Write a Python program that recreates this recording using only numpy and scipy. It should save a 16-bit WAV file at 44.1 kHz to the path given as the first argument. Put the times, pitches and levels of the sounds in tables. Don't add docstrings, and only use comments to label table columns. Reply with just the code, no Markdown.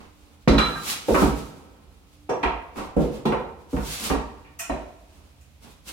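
import sys
import numpy as np
from scipy import signal
from scipy.fft import rfft, irfft, next_fast_len
from scipy.io import wavfile
from scipy.ndimage import map_coordinates

SR = 44100
rng = np.random.default_rng(int(sys.argv[2]) if len(sys.argv) > 2 else 0)


def file_out(sig):
    cols = np.atleast_2d(sig).T
    lim = np.clip(cols, -1, 1)
    pcm = np.round(lim * 32767).astype(np.int16)
    wavfile.write(sys.argv[1], SR, pcm)


N = 261072
TIME = np.arange(N) / SR
LIFE = np.arange(int(1.4 * SR)) / SR

# (relative, per Hz)
AIR_SPECTRUM = [(20, -35), (32, -33), (48, -1.5), (80, 1.5), (110, -16.5), (200, -14.5), (330, -28),
                (520, -25), (1000, -29.5), (1800, -33.5), (2400, -29.5), (3500, -33), (8000, -41),
                (15800, -43.5)]
# frequency_hz, level_db (about which it wavers)
HUM_TONES = [(80.7, -68.5), (129.2, -71.5), (296, -73)]
# top_speed_s, speeding_up_s, slowing_down_s, face_hiss_db, edge_grind_db
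STROKES = [(.005, 0.011, 0.084, -62, -44), (.28, 0.21, .2, -66, -59), (.66, .05, 0.19, -45.5, -54),
           (.905, 0.13, 0.099, -29.5, -51), (1.16, 0.14, 0.12, -33, -46), (1.23, 0.089, 0.1, -32.5, -72),
           (1.37, 0.15, 0.23, -46.5, -58), (2.135, .07, 0.049, -60.5, -72),
           (2.785, 0.032, 0.087, -46.5, -33), (3.02, 0.041, 0.088, -47, -37),
           (3.155, 0.095, 0.073, -50, -42.5), (3.73, 0.043, 0.29, -48.5, -64),
           (3.919, .11, 0.14, -30.5, -62), (4.055, 0.069, 0.093, -32.5, -37), (4.72, .04, 0.22, -70, -45.5),
           (5.22, 0.42, 0.16, -62.5, -61), (5.645, 0.042, 0.11, -48.5, -48.5),
           (5.89, 0.041, 0.038, -40, -47)]
# (relative, per Hz)
HISS_SPECTRUM = [(100, -15), (300, -1), (450, -10.5), (800, -6), (1200, -2), (1900, -4.5), (2600, -0.5),
                 (4000, -1), (7000, -3), (10000, -4.5), (15800, -10.5)]
# (relative, per Hz)
GRIND_SPECTRUM = [(80, 1), (250, 6.5), (600, -2), (1100, -2), (1700, -10.5), (2600, -11), (5000, -19),
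                  (9000, -26.5), (15000, -49)]
# start_s, body_db, body_hz, clack_db, clack_hz, splintery_tick_db, seating_s
KNOCKS = [(.475, -14, 240, -23.5, 1190, -44, 0.00077), (.518, -19, 215, -27, 640, -45, 0.009),
          (.581, -30.5, 342, -21, 1206, -34.5, 0.0049), (0.755, -46, 201, -41, 1190, -68, .002),
          (1.082, -19, 284, -26, 447, -61.5, 0.0056), (1.144, -22, 320, -20.5, 1160, -36, 0.0017),
          (1.218, -16.5, 226, -22.5, 695, -51.5, 0.001), (2.29, -22.5, 368, -27, 713, -53, 0.0058),
          (2.431, -25.5, 311, -22, 923, -67, 0.0031), (2.757, -41, 312, -42, 1050, -57, 0.0032),
          (2.779, -38, 287, -34, 910, -53, 0.0032), (2.964, -19.5, 254, -29.5, 320, -50.5, 0.0042),
          (3.253, -19.5, 283, -26, 710, -41, 0.0037), (3.322, -26, 480, -26.5, 880, -48.5, 0.00027),
          (3.729, -25, 258, -41, 660, -50.5, 0.0027), (3.764, -31, 172, -35, 1000, -65, 0.00095),
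          (4.098, -22.5, 267, -25, 840, -69, 0.0043), (4.444, -90, 297, -56.5, 1840, -79, 0.0086),
          (4.695, -28.5, 301, -28.5, 607, -75, 0.002)]
# frequency_hz, width_hz, gain_db (relative to the direct path)
BOARD_MODES = [(115, 16, 8), (156, 28.5, 10), (220.4, 8.9, 5.5), (273.4, 46, 4.5), (380, 22, 4),
               (494, 91, 10.5), (611, 63, 5), (760, 18, -6), (734, 39, -1), (921, 69, 3.5), (1210, 12, -5),
               (1340, 62, 0.5), (1890, 48, 3.5), (2414, 155, 8.5), (2670, 330, 6)]
# frequency_hz, gain_db
TICK_SPECTRUM = [(200, -65.5), (600, -24), (2000, 4.5), (4500, -8.5), (8000, -7.5), (15000, -16)]
# start_s, ring_db, clatter_db, contact_favoured_hz, extra_ping_db
CLINKS = [(0.479, -36.5, -32, 4000, 1), (.580, -25.5, -30, 3230, 4.5), (.755, -36, -56, 1380, 14),
          (2.294, -48, -51.5, 6000, -19), (2.429, -46, -33, 2130, -9), (3.254, -41, -43.5, 3430, -6),
          (3.321, -59, -41.5, 1730, -6), (4.098, -53, -42, 1730, -6), (4.699, -46, -43.5, 1900, 6)]
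# frequency_hz, level_db (relative), t60_s
STEEL_MODES = [(1211, 2, .45), (1351, -2, .6), (1593, 3, .3), (1830, -5, .4), (2514, -9, .4),
               (2775, -7, .45), (3149, -16, .5), (3495, -10, .4), (3987, 0, .55), (4440, -15, .2),
               (5728, -10, .45)]
# start_s, level_db (before the floor's low cut)
THUDS = [(0.492, -18.5), (1.112, -27.5), (1.238, -24), (2.449, -29.5), (2.966, -27.5), (3.288, -38.5),
         (3.738, -29), (3.795, -39), (4.103, -28.5), (4.703, -33)]
# start_s, level_db, tearing_t60_s
SNAPS = [(4.588, -33, 0.12), (5.409, -62.5, 0.016)]
# frequency_hz, width_hz, gain_db
SNAP_MODES = [(686, 30, 4), (1020, 70, -2.5), (1350, 97, -2.5), (1540, 35, 3.5), (1900, 190, -2.5),
              (2500, 98, 5.5), (2880, 540, -4), (5650, 690, -2.5), (7030, 790, 1), (9100, 620, 0.5),
              (13500, 1200, -3.5)]
# frequency_hz, t60_s
ROOM_DECAY = [(60, 0.6), (160, 0.33), (420, 0.5), (1100, 0.52), (3000, 0.45), (8000, 0.34), (15000, 0.17)]
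# frequency_hz, correlation
CHANNEL_CORRELATION = [(50, .97), (130, .68), (300, .48), (550, .65), (1000, .25), (2000, -.05), (15000, 0)]
# frequency_hz, left_minus_right_db
BALANCE = [(60, -3.8), (130, -3.6), (280, -2), (4000, -1.6), (8000, .8), (12500, -3.5)]


def amp(db):
    return 10 ** (np.asarray(db) / 20)


def unit(x):
    return x / np.sqrt(np.mean(x ** 2) + 1e-20)


def along(points, hz):
    frequencies, values = np.transpose(points)
    return np.interp(np.log(hz + 1), np.log(frequencies), values)


def wobble(rate_hz):
    knots = rng.standard_normal(int(N * rate_hz / SR) + 4)
    return map_coordinates(knots, [TIME * rate_hz])


def filtered(x, response):
    n = x.shape[-1]
    padded = next_fast_len(n + 8192)
    hz = np.fft.rfftfreq(padded, 1 / SR)
    return irfft(rfft(x, padded) * response(hz), padded)[..., :n]


def coloured(x, spectrum):
    return filtered(x, lambda hz: amp(along(spectrum, hz)))


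def resonance(f, centre_hz, width_hz):
    return 1j * f * width_hz / (centre_hz ** 2 - f * f + 1j * f * width_hz)


def diffuse(x):
    def mid_side_gains(hz):
        angle = np.arccos(np.clip(along(CHANNEL_CORRELATION, hz), -1, 1)) / 2
        return np.array([np.cos(angle), np.sin(angle)])

    mid, side = filtered(x, mid_side_gains)
    return np.array([mid + side, mid - side])


def room(early_db, rise_s=0.0017, late_db=-24, late_t60_s=2.16):
    hz, t, cells = signal.stft(rng.standard_normal((2, len(LIFE))), SR, nperseg=256)
    t60 = along(ROOM_DECAY, hz)[:, None]
    main_decay = amp(-60 * t / t60)
    late_decay = amp(late_db - 60 * t / late_t60_s) * (t60 / t60.max()) ** 2
    echoes = signal.istft(cells * (main_decay + late_decay), SR, nperseg=256)[1]
    path = diffuse(echoes[:, :len(LIFE)])
    early_boost = 1 + amp(early_db) * np.exp(-LIFE / 0.0042)
    path *= early_boost * (1 - np.exp(-LIFE / rise_s))
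    return path / np.linalg.norm(path, axis=1, keepdims=True)


def blow(x, db):
    head = x[..., :int(.06 * SR)]
    return amp(db) * x / np.sqrt(np.mean(head ** 2) + 1e-20)


def add(track, start_s, x):
    part = track[:, max(round(start_s * SR), 0):][:, :x.shape[-1]]
    part += x[..., :part.shape[1]]


def room_tone(air_db=-54):
    air = amp(air_db) * unit(coloured(diffuse(rng.standard_normal((2, N))), AIR_SPECTRUM))
    hum = 0
    for hz, db in HUM_TONES:
        level = amp(db + 7.3 * wobble(2.56))
        hum = hum + level * np.sqrt(2) * np.sin(2 * np.pi * hz * TIME + .5 * wobble(3.9))
    return air + hum


def pushes(ramp_db=22.5, turn_share=0.25, resting_hiss_db=-69, resting_grind_db=-72.5):
    hiss_power = np.full(N, amp(resting_hiss_db) ** 2)
    grind_power = np.full(N, amp(resting_grind_db) ** 2)
    for top_s, rise_s, fall_s, hiss_db, grind_db in STROKES:
        ramps_away = (TIME - top_s) / np.where(TIME < top_s, rise_s, fall_s)
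        rounded = np.hypot(ramps_away, turn_share) - turn_share
        push = amp(-ramp_db * np.minimum(rounded, 10))
        hiss_power = hiss_power + (amp(hiss_db) * push) ** 2
        grind_power = grind_power + (amp(grind_db) * push) ** 2
    return np.sqrt(hiss_power), np.sqrt(grind_power)


def friction(gain, spectrum, catches_per_s, uneven_db, echo_db):
    caught = rng.random((2, N)) < catches_per_s / SR
    grains = rng.standard_normal((2, N)) * caught
    stroke = unit(coloured(diffuse(grains), spectrum)) * gain * amp(uneven_db * wobble(35))
    echo = signal.fftconvolve(stroke, room(early_db=-17), axes=1)[:, :N]
    return (stroke + amp(echo_db) * echo) / np.hypot(1, amp(echo_db))


def knocks(body_q=1.11, clack_q=1.37, chatter_db=-26, chatter_t60_s=0.076, own_q=36):
    def stack(f):
        return 1 + sum(amp(db) * resonance(f, hz, width) for hz, width, db in BOARD_MODES)

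    out = np.zeros((2, N))
    t = LIFE[:SR // 10]
    for start_s, body_db, body_hz, clack_db, clack_hz, tick_db, seating_s in KNOCKS:
        chatter = rng.standard_normal(len(t)) * (rng.random(len(t)) < .1)
        force = amp(chatter_db - 60 * t / chatter_t60_s) * chatter
        force[0] = 1
        contact = signal.fftconvolve(room(early_db=0.5, rise_s=seating_s), force[None], axes=1)
        own_hz = np.geomspace(600, 4500, 9) * np.exp(.1 * rng.standard_normal(9))
        wood = filtered(contact, lambda f: stack(f) + 2 * sum(resonance(f, hz, hz / own_q) for hz in own_hz))
        body = filtered(wood, lambda f: resonance(f, body_hz, body_hz / body_q) ** 2)
        clack = filtered(wood, lambda f: resonance(f, clack_hz, clack_hz / clack_q) ** 2)
        tick = coloured(contact, TICK_SPECTRUM)
        add(out, start_s, blow(body, body_db) + blow(clack, clack_db) + blow(tick, tick_db))
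    return out


def clinks(focus_db_per_octave=14, smear_hz=70, clatter_q=1.57, ping_hz=3987):
    out = np.zeros((2, N))
    for start_s, ring_db, clatter_db, favoured_hz, ping_db in CLINKS:
        ring = 0
        for hz, mode_db, t60_s in STEEL_MODES:
            noise = rng.standard_normal((2, len(LIFE)))
            echoes = unit(filtered(noise, lambda f: resonance(f, hz, smear_hz) ** 2))
            tone = np.sin(2 * np.pi * (hz * LIFE + rng.random((2, 1)))) + .5 * echoes
            focus_loss_db = focus_db_per_octave * abs(np.log2(hz / favoured_hz))
            level_db = mode_db + ping_db * (hz == ping_hz) - focus_loss_db
            ring = ring + blow(tone * amp(-60 * LIFE / t60_s), level_db)
        ring = ring * (1 - np.exp(-LIFE / 0.00078))
        clatter = filtered(room(early_db=3, rise_s=0.0025),
                           lambda f: resonance(f, favoured_hz, favoured_hz / clatter_q) ** 2)
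        add(out, start_s, blow(ring, ring_db) + blow(clatter, clatter_db))
    return out


def thuds(low_hz=51, high_hz=60.66, low_share=0.88, rise_s=0.01, t60_s=0.45):
    out = np.zeros((2, N))
    for start_s, db in THUDS:
        detune = 1 + .02 * rng.standard_normal(2)
        low = low_share * np.sin(2 * np.pi * low_hz * detune[0] * LIFE)
        high = np.sin(2 * np.pi * high_hz * detune[1] * LIFE)
        envelope = (1 - np.exp(-LIFE / rise_s)) ** 2 * amp(-60 * LIFE / t60_s)
        add(out, start_s, blow((low + high) * envelope, db))
    return coloured(out, [(28, -7), (44, -1.0)])


def snaps(cracks_per_s=900):
    def ringing(f):
        total = 0
        for k, (hz, width_hz, db) in enumerate(SNAP_MODES):
            total = total + (-1) ** k * amp(db) * resonance(f, hz, width_hz)
        return total

    out = np.zeros((2, N))
    t = LIFE[:SR // 4]
    for start_s, db, t60_s in SNAPS:
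        cracks = rng.standard_normal(len(t)) * (rng.random(len(t)) < cracks_per_s / SR)
        train = amp(-3 - 60 * t / t60_s) * cracks
        train[0] = 1
        rip = signal.fftconvolve(room(early_db=-18), train[None], axes=1)
        bright = coloured(filtered(rip, ringing), [(350, -18), (650, 0)])
        add(out, start_s, blow(bright, db))
    return out


def scene():
    hiss_gain, grind_gain = pushes()
    slide = friction(hiss_gain, HISS_SPECTRUM, catches_per_s=12000, uneven_db=2.47, echo_db=-1)
    grind = friction(grind_gain, GRIND_SPECTRUM, catches_per_s=3000, uneven_db=0.5, echo_db=-1.0)
    mix = room_tone() + slide + grind + knocks() + clinks() + thuds() + snaps()
    return filtered(mix, lambda hz: amp(np.outer([.5, -.5], along(BALANCE, hz))))


def record(dry, ceiling=.93, top_hz=15950):
    rounded = dry / (1 + np.abs(dry / ceiling) ** 8) ** (1 / 8)
    return filtered(rounded, lambda hz: hz < top_hz)


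dry = scene()
out = record(dry)
file_out(out)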